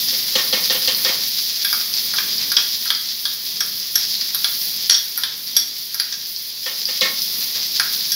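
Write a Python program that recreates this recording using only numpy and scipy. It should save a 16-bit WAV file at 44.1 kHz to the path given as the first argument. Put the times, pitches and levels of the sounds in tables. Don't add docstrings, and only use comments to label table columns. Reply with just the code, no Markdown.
import sys
import numpy as np
from scipy import signal
from scipy.fft import rfft, irfft
from scipy.io import wavfile
from scipy.ndimage import uniform_filter1d, minimum_filter1d

SR = 44100
rng = np.random.default_rng(int(sys.argv[2]) if len(sys.argv) > 2 else 0)


def volts(x):
    e = np.asarray(x, float) / 20
    return 10 ** e


def to_wav(sig):
    pcm = np.clip(np.atleast_2d(sig), -1, 1) * 32767
    pcm = np.round(pcm).astype(np.int16)
    wavfile.write(sys.argv[1], SR, pcm.T)


N = 359415

# [f/Hz, level/dB per Hz]
BUBBLE_SPECTRUM = [(350, -50), (650, -30.5), (1450, -23), (1900, -16), (2900, -16), (3350, -9), (3800, -8),
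                   (4900, -1), (5800, -8.5), (8300, -32.5), (11200, -14), (13000, -16), (15750, -7),
                   (16100, -63)]
LOW_SPLIT_HZ, TOP_SPLIT_HZ = 2900, 8300


def spectrum_gain(table, size):
    hz, db = np.transpose(table)
    bin_hz = np.arange(size // 2 + 1) * SR / size
    return volts(np.interp(np.log(bin_hz + 1), np.log(hz), db))


def colour(x, table):
    cepstrum = irfft(np.log(spectrum_gain(table, size=4096)))
    half = len(cepstrum) // 2
    cepstrum[1:half] *= 2
    cepstrum[half + 1:] = 0
    impulse = irfft(np.exp(rfft(cepstrum)))
    return signal.fftconvolve(x, impulse)[:N]


def band(x, lo_hz, hi_hz):
    return signal.sosfilt(signal.butter(3, [lo_hz, hi_hz], "band", fs=SR, output="sos"), x)


def unit(x):
    return x / np.sqrt(np.mean(x ** 2))


def peak(x):
    return x / np.abs(x).max(axis=-1, keepdims=True)


def fade(t60_s, length_s):
    t = np.arange(int(length_s * SR)) / SR
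    return np.exp(-np.log(1000) * t / max(t60_s, .002))


def add(out, s, x):
    i = int(s * SR)
    out[i:i + len(x)] += x[:N - i]


def walk(rate_hz):
    hold = int(SR / rate_hz)
    steps = np.repeat(rng.standard_normal(N // hold + 1), hold)
    return unit(uniform_filter1d(uniform_filter1d(steps, hold), hold)[:N])


def bubbles(rate_hz, spread_db, flurry_db, hiss_db):
    sizes = volts(spread_db * np.minimum(rng.exponential(size=N), 3.8))
    grains = (rng.random(N) < rate_hz / SR) * rng.standard_normal(N) * sizes
    flurries = volts(flurry_db * np.minimum(walk(45), 1.5))
    hiss = volts(hiss_db) * rng.standard_normal(N)
    return colour(unit(grains) * flurries + hiss, BUBBLE_SPECTRUM)


def sizzle(mid_db, top_db, low_db):
    large = bubbles(3000, spread_db=1.5, flurry_db=4.0, hiss_db=3.0)
    fine = bubbles(5100, spread_db=2.5, flurry_db=3.0, hiss_db=1.0)
    low = band(large, 370, LOW_SPLIT_HZ)
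    mid = band(large, LOW_SPLIT_HZ, TOP_SPLIT_HZ)
    top = band(0.35 * large + fine, TOP_SPLIT_HZ, 15130)
    out = unit(low) * volts(low_db + 0.9 * walk(15))
    out += unit(mid) * volts(mid_db + 0.57 * walk(19))
    return out + unit(top) * volts(top_db + 0.92 * walk(13))


def kitchen(db):
    # [f/Hz, level/dB per Hz]
    rumble_spectrum = [(15, -73), (25, -19), (69, -11), (102, -8.5), (202, -1), (279, -5.5), (313, -9.5),
                       (447, -6.5), (598, -14.5), (681, -14.5), (1200, -14.5), (1560, -44), (2640, -120)]
    rumble = colour(rng.standard_normal(N), rumble_spectrum)
    return unit(rumble) * volts(db + 1.0 * walk(5.11))


def cracks(rows, t60_s):
    out, size = np.zeros(N), 2048
    lead = size // 32
    hz = np.arange(1, size // 2 + 2) * SR / size
    mic = spectrum_gain(BUBBLE_SPECTRUM, size) ** 0.43
    for s, db, centre_hz, top_db in rows:
        decay = np.roll(fade(t60_s, (size + .5) / SR), lead)
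        puff = rfft(rng.standard_normal(size) * decay) * mic
        mid = peak(irfft(puff * np.exp(-(np.log(hz / centre_hz) / 0.22) ** 2)))
        top = peak(irfft(puff * (hz > TOP_SPLIT_HZ)))
        add(out, max(s - lead / SR, 0), volts(db - 3.0) * (mid + volts(top_db - 3.0) * top))
    return out


def spits(sizzle_db):
    # [t/s, level/dB]
    loud_spits = [(0.0862, -8), (0.4774, -7), (0.9473, -2), (1.3866, -6.5), (1.7767, -18), (1.9393, -3.5),
                  (1.9677, -11), (2.3817, -6), (2.5017, -9), (2.9497, -5), (3.088, -9.5), (3.7993, -7),
                  (4.1155, -11), (4.1513, -5.5), (4.2116, -5), (4.3898, -13), (4.6162, -10), (5.531, -16),
                  (5.8556, -21), (6.3627, -9), (6.8548, -2.5), (6.9104, -8), (7.084, -13), (7.219, -5),
                  (7.3, -12), (7.72, -15), (7.884, -8), (7.9603, -11), (8.0054, -12), (8.0528, -8)]
    small_count, above_sizzle_db, scatter_db = 24, 8.5, 3
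    small = []
    for when, size in rng.random((small_count, 2)):
        db = sizzle_db[int(when * N)] + above_sizzle_db + scatter_db * (2 * size - 1)
        small.append((when * N / SR, db))
    rows = loud_spits + small
    pitch_hz = 4800 * (1 + 0.02 * rng.standard_normal(len(rows)))
    top_db = -26
    return cracks([(s, db, hz, top_db) for (s, db), hz in zip(rows, pitch_hz)], t60_s=0.011)


def ring(modes, free=1, rough=1.0, rise_s=0.00019):
    length_s, waver_hz = .16, 220
    t = np.arange(int(length_s * SR)) / SR
    hz, db, t60_s = np.transpose(modes)[:, :, None]
    knots = rng.standard_normal((2, len(modes), int(length_s * waver_hz) + 2))
    k, share = np.divmod(t * waver_hz, 1)
    k = k.astype(int)
    waver = knots[..., k] * (1 - share) + knots[..., k + 1] * share
    waver *= 1 - np.exp(-t / 0.0046)
    weight = volts(db + 0.5 * knots[0, :, -1:])
    decay = weight * np.exp(-np.log(1000) * t / (t60_s * max(free, .2)))
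    phase = 2 * np.pi * hz * t
    waves = (1 + rough * waver[0]) * np.sin(phase) + rough * waver[1] * np.cos(phase)
    return peak(np.sum(decay * waves, axis=0) * (1 - np.exp(-t / rise_s)))


def thud(lo_hz, hi_hz, t60_s, rise_s=.0001):
    rise = 1 - fade(np.log(1000) * rise_s, .2)
    burst = rng.standard_normal(SR // 5) * fade(t60_s, .2) * rise
    return peak(band(burst, lo_hz, hi_hz))


def pan():
    # [t/s, wall ring/dB, belly re wall/dB, rim re wall/dB, thud re wall/dB]
    knocks = [(0.1241, -32, -7.5, 2, 0), (0.3518, -20.5, -3, 9.5, 4.5), (0.3856, -18, -23, 2, -3),
              (0.527, -18, -6, 5, 1), (0.57, -23, -28, -4, -10), (0.6987, -17.5, -11, 4.5, 0.5),
              (0.7453, -23.5, -7.5, 6.5, -6), (0.876, -20.5, -9.5, 8, 2), (1.0482, -17, -11.5, 3.5, 0),
              (1.0834, -20, -13, 3, 2), (6.66, -23, -15, 2, 0.5), (6.7075, -31.5, -22, 0, -1),
              (6.884, -24, -13.5, 0, -4.5), (7.012, -13, -13.5, 1, -10), (7.0478, -17, -13.5, -13, -1),
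              (7.548, -35.5, -20, -18, 7.5)]
    # [f/Hz, level/dB, t60/s]
    belly = [(202, -18.5, 0.16), (284, -12, 0.057), (412, -15, 0.11), (519, -3.5, 0.12), (666, -20, 0.033),
             (857, -13, 0.053)]
    wall = [(1040, -21, .1), (1091, -12.5, 0.23), (1305, -12.5, 0.25), (1827, 2, 0.18), (2060, -8, 0.13),
            (2180, -4, 0.33), (2467, -11, 0.19)]
    rim = [(3140, 18, 0.22), (3322, 37, 0.035), (3600, 2, 0.12), (4230, -12, 0.099), (4570, -13, .08),
           (4660, -20, .1), (5230, -23, .1), (7350, -17, .05)]
    knock_rise_s, belly_rise_s = .003, .006
    out = np.zeros(N)
    for s, db, belly_db, rim_db, thud_db in knocks:
        rings = ring(wall, rough=1.0, rise_s=knock_rise_s)
        rings += volts(belly_db + 8.0) * ring(belly, rough=0.17, rise_s=belly_rise_s)
        rings += volts(rim_db - 3.0) * ring(rim, rough=0.91, rise_s=knock_rise_s)
        add(out, s, volts(db - 1.64) * rings)
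        add(out, s, volts(db + thud_db - 2.0) * thud(300, 3700, 0.38, knock_rise_s))
        add(out, s, volts(db + rim_db + 4.5) * thud(2780, 5680, 0.24, knock_rise_s))
    return out


def contacts():
    # [t/s, level/dB, centre f/Hz, top octave re level/dB]
    fronts = [(0.3537, -8, 4380, -15), (0.5272, -1, 4300, -16), (0.6989, 0.5, 4170, -21),
              (0.8754, -2, 4300, -2), (1.0485, 1, 4530, -11), (1.6505, -3, 4300, -3),
              (1.7292, -0.5, 5000, -10), (2.1377, -7, 4640, -15), (2.1872, -4.5, 4800, -22),
              (2.518, -4, 4940, -5), (2.5669, 3.5, 4970, -27), (2.8774, -6, 4870, -13),
              (2.9037, -1.5, 3860, -5), (3.254, 0.5, 4480, -9), (3.6052, -3.5, 5070, -14),
              (3.9604, -5, 5670, -8), (4.3476, -7, 4130, -1), (4.4443, -0.8, 4660, -24),
              (4.8982, 7, 5180, -15), (5.1766, -11, 4230, -7), (5.2358, -1.5, 3850, -12),
              (5.5656, 2, 5350, -7), (5.5667, -5, 5700, -12), (5.9439, -8, 5140, -6), (5.999, -2, 4160, -9),
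              (6.125, -12, 5640, -15), (6.6613, -11, 4470, -16), (7.01, 2.5, 4260, -11.5),
              (7.7977, 1, 5070, -5), (8.1189, -3.5, 5560, -11)]
    return cracks(fronts, t60_s=0.013)


def spoon():
    # [t/s, level/dB, f/Hz]
    chimes = [(1.6472, -6, 11300), (1.729, -15, 11000), (2.1375, -11, 11100), (2.5182, -5.5, 11700),
              (2.857, -10, 11300), (2.9043, -12, 11200), (3.254, -14, 10900), (3.6052, -8, 11490),
              (3.9546, 0.5, 11600), (4.346, 0, 11870), (4.4448, -10, 10900), (4.8948, -2, 11050),
              (5.176, 0.5, 11860), (5.236, -11, 10600), (5.5665, 4, 11330), (5.9439, -8, 11800),
              (5.9993, -7, 11200), (7.6614, -12, 12600), (7.7974, -5.5, 10600), (8.1199, -4.5, 11600)]
    # [f/Hz, level/dB, t60/s]
    bending = [(10600, -15, 0.031), (10700, -24, 0.036), (11440, -8, 0.037), (12250, -21, .05),
               (12600, -35, 0.04)]
    out = np.zeros(N)
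    for s, db, hz in chimes:
        add(out, s, volts(db - 10.5) * ring(bending + [(hz, 0, 0.042)], rough=0.97))
        add(out, s, volts(db - 12) * thud(0.918 * hz, 1.096 * hz, 0.093))
    return out


def bowl():
    # [t/s, hollow/dB, hollow f/Hz, second mode re hollow/dB, upper modes re hollow/dB]
    clinks = [(1.6475, -17, 1620, -3, -3), (1.7289, -11.5, 1400, -17, -16), (2.138, -15.5, 1410, -21, -11),
              (2.185, -12.5, 1620, -4, -8), (2.518, -15.5, 1550, -21, -18), (2.5692, -12.5, 1720, 6.5, 3),
              (2.8576, -23, 1420, -15, -13), (2.9034, -12, 1520, -1, -3), (3.254, -22.5, 1370, 1, -11),
              (3.6069, -17, 1660, -3.5, 7.5), (3.9566, -16.5, 1850, -2, 11.5),
              (4.346, -22.5, 1370, -10, -1), (4.4444, -14, 1650, 1, -2.5), (4.8971, -12, 1800, 6, 4),
              (5.1758, -22.5, 1370, -19, -1), (5.235, -17, 1550, -17, 0.5), (5.5666, -19, 1780, 2.5, 15),
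              (5.9446, -24.5, 1370, -16, -14), (5.999, -16.5, 1790, -9, 1), (6.1243, -27, 1750, -3, 3),
              (7.7984, -8, 1540, -12, -14), (8.1201, -28, 1900, 0, 12.5)]
    # [t/s, hollow/dB, hollow f/Hz, second re hollow/dB, upper re hollow/dB]
    bounces = [
        (1.7483, -36, 1590, -6, -3),
        (2.585, -16, 1780, -5, -2),
        (4.909, -19, 1640, -12, 16.5),
        (4.944, -30.5, 1710, 12, 19.5),
        (4.9745, -36, 1660, 7, 2),
    ]
    # [f/Hz, level/dB, t60/s]
    low = [(1370, -19, 0.055), (1580, -5, 0.057), (1620, -5, 0.17), (1780, -4.5, 0.076)]
    second = [(3300, -9, 0.1), (3396, 8, 0.071), (3710, 5.5, 0.053), (3850, 0, 0.058)]
    upper = [(4640, -3, 0.052), (5250, -13, 0.048), (5950, -28, .07), (5560, 5.5, 0.12), (5700, 2, 0.087),
             (6020, -16, 0.086), (6070, -21, 0.048), (8200, -10, 0.059)]
    out = np.zeros(N)
    for s, db, hz, second_db, upper_db in clinks + bounces:
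        free = 0.71 - 0.05 * (db + 26.5) + 0.01 * upper_db
        free += 0.34 * (s < 1.9)
        rings = ring(low + [(hz, 0, .06)], free)
        rings += volts(second_db + 8.5) * ring(second, free, rough=2.4)
        rings += volts(upper_db + 4.5) * ring(upper, free, rough=1.57)
        add(out, s, volts(db - 1.5) * rings)
        add(out, s, volts(db - 6) * thud(0.73 * hz, 1.63 * hz, 0.054))
    return out


def walls(x):
    t60_s, level_db = 0.46, -2.5
    dull = signal.lfilter([.3], [1, -.7], rng.standard_normal(SR // 2)) * fade(t60_s, .5)
    bright = rng.standard_normal(SR // 2) * fade(0.48 * t60_s, .5)
    echo = (2.24 * dull + bright) * (1 - fade(0.0052, .5))
    return volts(level_db) * signal.fftconvolve(x, echo / np.sqrt(np.sum(echo ** 2)))[:N]


def scene():
    # [t/s, sizzle/dB, rumble under the microphone's slow gain/dB]
    fry = [(0.0, -20.5, -47.5), (0.61, -21, -46), (1.0, -21.5, -44), (1.36, -22, -50.5),
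           (2.11, -22.5, -48.5), (2.45, -21, -49), (3.04, -26, -53.5), (3.45, -26, -53), (4.22, -23.5, -51),
           (4.88, -23.5, -52), (5.01, -27.5, -54), (5.45, -28, -55), (5.97, -29, -56), (6.2, -29, -55),
           (6.67, -27.5, -56.5), (6.86, -26, -51.5), (7.17, -23.5, -50), (8.15, -22.5, -49.5)]
    s, *columns = np.transpose(fry)
    mid_db, rumble_db = (np.interp(np.arange(N) / SR, s, c) for c in columns)
    gap_db = rumble_db - mid_db + 27
    fat = sizzle(mid_db, top_db=mid_db - 5.5 + 0.28 * gap_db, low_db=mid_db - 15.5 + 0.46 * gap_db)
    mono = fat + kitchen(rumble_db + 2)
    sources = [(spits(mid_db) + contacts(), 1.5), (pan(), -12), (spoon() + bowl(), -1.6)]
    for hits, wet_db in sources:
        hits = band(hits, 167, 14600)
        mono += hits + volts(wet_db) * walls(hits)
    return np.array([mono, mono])


def top_cut(x):
    return signal.sosfilt(signal.butter(12, 16740, fs=SR, output="sos"), x)


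def record(dry):
    dry = signal.sosfilt(signal.butter(2, 50, "high", fs=SR, output="sos"), dry)
    ahead = int(0.02 * SR)
    limit = np.minimum(1, 1.45 / (np.abs(dry[0]) + 1e-9))
    gain = uniform_filter1d(minimum_filter1d(limit, 2 * ahead), ahead)
    return top_cut(np.clip(dry * gain, -1, 1))


dry = scene()
out = record(dry)
to_wav(out)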